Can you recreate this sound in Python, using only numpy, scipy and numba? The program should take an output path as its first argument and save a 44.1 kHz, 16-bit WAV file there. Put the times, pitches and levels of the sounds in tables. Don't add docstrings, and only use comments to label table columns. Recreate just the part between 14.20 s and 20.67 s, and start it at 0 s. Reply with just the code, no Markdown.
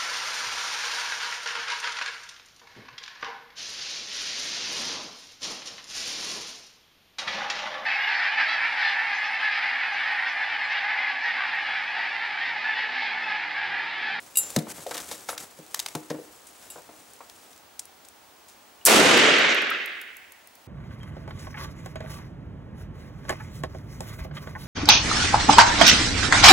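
import sys
import numpy as np
from scipy import signal
from scipy.fft import rfft, irfft, next_fast_len
from scipy.io import wavfile
from scipy.ndimage import uniform_filter1d
from numba import njit

SR = 44100
rng = np.random.default_rng(int(sys.argv[2]) if len(sys.argv) > 2 else 0)


def materialize(psi):
    bounded = np.clip(np.atleast_2d(psi).T, -1, 1)
    quanta = np.round(bounded * 32767).astype(np.int16)
    wavfile.write(sys.argv[1], SR, quanta)


N = 285327


# start_s, length_s, level_db, pitch_hz
BLASTS = [(4.6519, 0.0026, 8.5, 11800), (4.6583, 0.013, 29, 8950)]
def shot(echo, echo_start_s=4.660, echo_db=24):
    out = np.zeros((2, N))
    t = np.arange(SR // 10) / SR
    for start_s, length_s, db, hz in BLASTS:
        burst = band(band(noise(len(t), side_db=-4.5), hz, 1.2 * hz), hz, 1.4 * hz)
        rasp = np.tanh(1.1 * level(burst, 0))
        rise = np.minimum(t / (0.088 * length_s), 1)
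        fall = fade(np.maximum(t - length_s, 0), 2.6 * length_s)
        add(out, start_s, peak_level(rasp * rise * fall, db))
    add(out, echo_start_s, echo * undb(echo_db))
    return out


# pitch_hz, level_db, fade_s, build_up_s
ECHO_BANDS = [(39.3, -19.5, 0.86, 0.0099), (90, -20, 0.78, 0.014), (157, -3.5, 0.69, 0.089),
              (242, -0.5, 0.83, 0.026), (445, 0.5, 0.89, 0.015), (972, -6, 0.84, 0.0095),
              (1630, -8.5, 1.18, 0.0025), (2130, -9, 1.25, 0.0081), (3400, -10, 1.06, 0.0083),
              (4520, -15, .92, 0.007), (6800, -14, 0.77, 0.0021), (10600, -15.5, 0.48, 0.0024),
              (16000, -29, 0.39, .002)]
# pitch_hz, left_minus_right_db
ECHO_LEAN = [(100, 0), (400, -2), (700, 4.5), (1300, -2), (4500, -2), (14000, 0)]
def lane_echo():
    t = np.arange(2 * SR) / SR
    wash = noise(len(t), side_db=-0.5) * undb(flutter(len(t), 200))
    out = 0
    for hz in 2 ** np.arange(5, 14.4, 1 / 3):
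        part = colour(wash, lambda f: np.maximum(1 - 3 * np.abs(np.log2((f + 1e-3) / hz)), 0))
        swell = (1 - np.exp(-t / look_up(ECHO_BANDS, hz, column=3))) ** 2
        lean_db = look_up(ECHO_LEAN, hz) * np.array([[.5], [-.5]])
        gain = undb(look_up(ECHO_BANDS, hz) + lean_db)
        out = out + gain * part * swell * fade(t, look_up(ECHO_BANDS, hz, column=2))
    return out / np.sqrt(np.mean(out[:, :SR // 10] ** 2))


# start_s, level_db, pitch_hz, fade_s
HANDLING_CLICKS = [(0.303, -35, 9100, 0.017), (0.3618, -20, 5400, 0.032), (0.387, -32, 6200, 0.029),
                   (0.666, -38, 4600, 0.033), (0.709, -35.5, 2600, 0.036), (0.7426, -33, 5100, 0.069),
                   (0.7685, -34, 5370, 0.019), (0.777, -30.5, 3830, 0.052), (0.801, -37, 5000, 0.045),
                   (0.8877, -42, 6600, 0.01), (0.9124, -33, 5600, 0.19), (1.0874, -30, 4320, 0.076),
                   (1.178, -30.5, 4650, 0.032), (1.5441, -22.5, 4970, 0.0091), (1.5923, -26, 5700, 0.017),
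                   (1.5977, -24.5, 6150, 0.015), (1.6608, -26.5, 3600, 0.014), (1.6841, -36, 4900, 0.015),
                   (1.751, -29.5, 5040, 0.021), (1.9004, -35, 2600, 0.063), (2.268, -45, 8200, 0.081),
                   (2.934, -47, 8800, 0.017), (3.0978, -43, 4560, 0.011), (3.329, -51, 5800, 0.025),
                   (3.5929, -28.5, 8040, 0.02), (3.654, -44, 10000, 0.015), (3.8485, -48.5, 7450, 0.029),
                   (3.885, -45.5, 8800, 0.014), (4.282, -49.5, 7250, 0.24)]
# start_s, level_db, brightness_db_per_octave
FITTING_KNOCKS = [(0.156, -29.5, -6), (.1712, -14, 3), (.1850, -18.5, 5.5), (0.192, -34, -3),
                  (2.502, -38, -1)]
# pitch_hz, level_db, fade_s
FITTING_NOTES = [(2780, -11, 0.06), (3840, -13.5, 0.054), (4813, -19.5, 0.12), (7255, -8.5, 0.26),
                 (8046, -2.5, 0.115), (10565, -3.5, 0.11), (12870, -6, 0.06), (13705, -11, 0.14),
                 (14612, -9, 0.059)]
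SPRING_NOTES = [(8113, -11, .14), (10850, -2, .13), (12220, -13, .13)]
TRIGGER_NOTES = [(2900, 0, .05)]
def rifle_parts():
    out = np.zeros((2, N))
    for start_s, db, hz, fade_s in HANDLING_CLICKS:
        add(out, start_s, peak_level(click(hz, fade_s), db))
    for start_s, db, brightness in FITTING_KNOCKS:
        add(out, start_s, peak_level(ring(FITTING_NOTES, brightness), db))
        add(out, start_s, peak_level(click(9000, fade_s=.03, width=1.2), db - 13))
    add(out, start_s=1.105, sound=peak_level(ring(SPRING_NOTES), db=-37.5))
    add(out, start_s=4.613, sound=peak_level(ring(TRIGGER_NOTES), db=-51.5))
    return out


# pitch_hz, width_hz, level_db
STEEL_BODY = [(894, 670, 5.5), (1760, 250, 0), (3705, 470, -1), (4970, 560, -8), (6370, 1900, -6.5),
              (8700, 500, -10), (10800, 470, -7.5), (12400, 700, -3.5)]
# pitch_hz, width_over_pitch
CLICK_WIDTHS = [(2500, 2.4), (5200, 2.1), (6500, 1.2), (8000, 0.47)]
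def click(hz, fade_s, width=None):
    if width is None:
        width = look_up(CLICK_WIDTHS, hz)
    t = np.arange(SR // 5) / SR
    grit = undb(3.5 * flutter(len(t), 24))
    shape = (1 - np.exp(-t / .0008)) * (fade(t, fade_s) + undb(-29) * fade(t, .16))
    contact = noise(len(t), side_db=-9.5) * grit * shape
    body = sum(undb(db) * band(contact, pitch_hz, width_hz) for pitch_hz, width_hz, db in STEEL_BODY)
    return band(contact + body, hz, width * hz)


# pitch_hz, level_db, fade_s
BOARD_NOTES = [(107, -22, 0.081), (155, 5, 0.12), (181, 2.5, 0.071), (238.6, -1.5, 0.093),
               (309.3, -3.5, 0.23), (394, -13, 0.079), (481.5, -3.5, 0.084), (553, 0, 0.05),
               (700, -6, 0.093), (882, -0.5, 0.021), (1100, -19, 0.12), (1307, -12.5, 0.13)]
# start_s, level_db, pitch_hz, width_octaves, loss_per_bounce_db
BENCH_BUMPS = [(0.3626, -21.5, 683, 0.54, 26), (0.3672, -18.5, 178, 0.58, 37), (.4680, -38, 850, 0.84, 30),
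               (0.581, -40.5, 400, 2.4, 30), (.6635, -30, 543, 0.32, 32), (.7100, -32, 1140, 0.97, 4.5),
               (.9140, -33.5, 800, 0.95, 25), (1.088, -27.5, 1080, 0.76, 8.5),
               (1.389, -41.5, 336, 0.89, 28), (1.75, -27.5, 360, 1.4, 22), (1.9050, -24.5, 393, 0.83, 9.5),
               (1.984, -38, 457, 0.16, 18), (2.5570, -40, 624, 0.92, 30), (2.5800, -43, 680, 0.98, 32),
               (2.6900, -43.5, 630, 0.92, 30), (3.0050, -39.5, 980, 0.7, 30)]
def bench(hits=4, bounce_s=0.0395):
    out = np.zeros((2, N))
    t = np.arange(SR // 2) / SR
    rise = 1 - np.exp(-t / 0.0007)
    for start_s, db, hz, octaves, loss_db in BENCH_BUMPS:
        notes = [(f, note_db - 4 * (np.log2(f / hz) / octaves) ** 2, fade_s)
                 for f, note_db, fade_s in BOARD_NOTES]
        boards = peak_level(ring(notes), 0)
        width_hz = 1.38 * octaves * hz
        for k in range(hits):
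            push = noise(len(t), side_db=-16) * fade(t, 0.081)
            thud = peak_level(band(band(push, hz, width_hz), hz, width_hz), 1)
            add(out, start_s + k * bounce_s, peak_level((boards + thud) * rise, db - k * loss_db))
    return out


# start_s, level_db, pitch_hz, fade_s
CASE_CLATTER = [(5.063, -10, 6860, 0.038), (5.2890, -23.5, 5900, 0.25)]
# pitch_hz, level_db, fade_s
LANDING_NOTES = [(1280, 1, 0.062), (1330, 9.3, 0.039), (1610, 4.5, 0.092)]
def empty_case():
    out = np.zeros((2, N))
    for start_s, db, hz, fade_s in CASE_CLATTER:
        clink = band(click(hz, fade_s, width=0.33), hz, 0.34 * hz)
        add(out, start_s, peak_level(clink, db))
    add(out, start_s=5.512, sound=peak_level(ring(LANDING_NOTES), db=-16))
    return out


# start_s, level_db
SWIVEL_RATTLES = [(4.975, -9), (5.4200, -36), (6.352, -48)]
def sling_swivel(turns=9, first_s=5.027, turn_s=0.1595, quicken_s=0.0011, first_db=-25, loss_db=2.5):
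    out = np.zeros((2, N))
    ticks = [(first_s + k * turn_s - quicken_s * k * (k - 1) / 2, first_db - k * loss_db)
             for k in range(turns)]
    for start_s, db in ticks + SWIVEL_RATTLES:
        tick = band(click(13300, fade_s=0.012, width=1.0), hz=9500, width_hz=15000)
        add(out, start_s, peak_level(tick, db))
    return out


# start_s, length_s, level_db
CLOTH_STROKES = [(0.15, 0.26, -42.5), (0.481, 0.046, -40.5), (0.538, 0.13, -44.5), (0.677, 0.15, -42.5),
                 (0.802, 0.18, -42.5), (.97, 0.15, -47), (1.08, 0.074, -40), (1.186, 0.06, -41.5),
                 (1.477, 0.4, -52), (2.38, 0.27, -53.5)]
# pitch_hz, level_db
CLOTH_TONE = [(80, -7), (150, -8), (414, -4), (720, -6), (2060, -10.5), (4400, -12), (7600, -6.5),
              (11000, -10.5), (16000, -19)]
def rubbing(still_from_s=3.4, fidget_db=-51.5, fall_db_per_s=2, snags_per_s=9.4):
    t = np.arange(N) / SR
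    power = undb(fidget_db - fall_db_per_s * t) ** 2 * (t < still_from_s)
    for start_s, length_s, db in CLOTH_STROKES:
        arch = np.maximum(np.sin(np.pi * np.clip((t - start_s) / length_s, 0, 1)), 0)
        power = power + (undb(db) * arch ** 0.3) ** 2
    crackle_db = 2.0 * flutter(N, 700) + 2.7 * flutter(N, 30)
    fibres = noise(N, side_db=-8) * undb(crackle_db)
    cloth = level(colour(fibres, lambda f: undb(look_up(CLOTH_TONE, f))), 0)
    for place, size in rng.random((int(snags_per_s * still_from_s), 2)):
        above_cloth_db = 1.5 + 5 * (2 * size - 1)
        add(cloth, place * still_from_s, peak_level(click(7500, fade_s=.014), above_cloth_db))
    return cloth * np.sqrt(power)


# pitch_hz, level_db
AIR_TONE = [(25, -3), (70, -4.5), (140, -14), (250, -5.5), (500, -6.5), (760, -2), (1080, -6),
            (1900, -10.5), (4300, -13.5), (8500, -17), (15000, -21)]
def background(air_db=-53.5, whine_hz=15625, whine_db=-66):
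    air = colour(noise(N, side_db=1.0), lambda f: undb(look_up(AIR_TONE, f)))
    whine = np.sin(2 * np.pi * whine_hz * np.arange(N) / SR)
    return level(air, air_db) + level(whine, whine_db)


# pitch_hz, side_minus_mid_db
STEREO_WIDTH = [(35, -2), (100, -16), (400, -7), (1300, -3.5), (4500, -4.5), (8000, -4), (12000, -11.5),
                (16000, -23)]
def noise(size, side_db):
    mid, side = rng.standard_normal((2, size))
    side = colour(side, lambda f: undb(look_up(STEREO_WIDTH, f) + side_db))
    return np.array([mid + side, mid - side])


def ring(notes, brightness=0):
    t = np.arange(SR // 2) / SR
    out = 0
    for hz, db, fade_s in notes:
        phase = rng.uniform(0, 2 * np.pi) + 0.052 * rng.standard_normal((2, 1))
        shape = fade(t, fade_s) * (1 - np.exp(-2 * hz * t))
        gain = undb(db + brightness * np.log2(hz / notes[0][0]))
        out = out + gain * shape * np.sin(2 * np.pi * hz * t + phase)
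    return out


def undb(db):
    return 10 ** (np.asarray(db) / 20)


def look_up(table, hz, column=1):
    rows = np.array(table)
    return np.interp(np.log(hz + 1e-3), np.log(rows[:, 0]), rows[:, column])


def colour(sound, gain):
    size = next_fast_len(sound.shape[-1])
    hz = np.arange(size // 2 + 1) * SR / size
    return irfft(rfft(sound, size) * gain(hz), size)[..., :sound.shape[-1]]


def band(sound, hz, width_hz):
    angle = 2 * np.pi * min(hz, .45 * SR) / SR
    damping = np.sin(angle) * width_hz / hz / 2
    return signal.lfilter([damping, 0, -damping], [1 + damping, -2 * np.cos(angle), 1 - damping], sound)


def fade(t, fade_s):
    return np.exp(-np.log(1000) * t / fade_s)


def flutter(size, samples):
    return level(uniform_filter1d(uniform_filter1d(rng.standard_normal(size), samples), samples), 0)


def level(sound, db):
    return sound * undb(db) / np.sqrt(np.mean(sound ** 2))


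def peak_level(sound, db):
    power = uniform_filter1d(np.mean(sound ** 2, axis=0), 176, mode="constant")
    return sound * undb(db) / np.sqrt(power.max())


def add(out, start_s, sound):
    i = int(start_s * SR)
    out[:, i:i + sound.shape[1]] += sound[:, :N - i]


def scene():
    echo = lane_echo()
    short_echo = echo * fade(np.arange(echo.shape[1]) / SR, 0.71)
    short_echo /= np.sqrt(np.sum(short_echo ** 2) / 2)
    handling = (rifle_parts() + bench() + rubbing()) * undb([[1], [-1]])
    near = handling + empty_case() + sling_swivel()
    walls = signal.fftconvolve(near, short_echo, axes=1)[:, :N]
    return near + undb(-19) * walls + shot(echo) + background()


@njit
def volume_cut(over_db, release_s):
    keep = np.exp(-1 / (release_s * SR))
    out, cut = np.empty(len(over_db)), 0.
    for i in range(len(over_db)):
        cut = max(over_db[i], cut * keep)
        out[i] = cut
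    return out


def record(dry, ceiling_db=-12.0, low_cut_hz=72, top_hz=15800):
    power = uniform_filter1d(np.mean(dry ** 2, axis=0), size=160)
    over_db = 10 * np.log10(np.maximum(power, 1e-12)) - ceiling_db
    fast_db = volume_cut(over_db, release_s=0.38)
    slow_db = volume_cut(0.24 * over_db, release_s=0.88)
    limited = dry * undb(-np.maximum(fast_db, slow_db))
    limited = signal.sosfilt(signal.butter(2, low_cut_hz, "high", fs=SR, output="sos"), limited)
    return signal.sosfilt(signal.ellip(8, .2, 80, top_hz, fs=SR, output="sos"), limited)


dry = scene()
out = record(dry)
materialize(out)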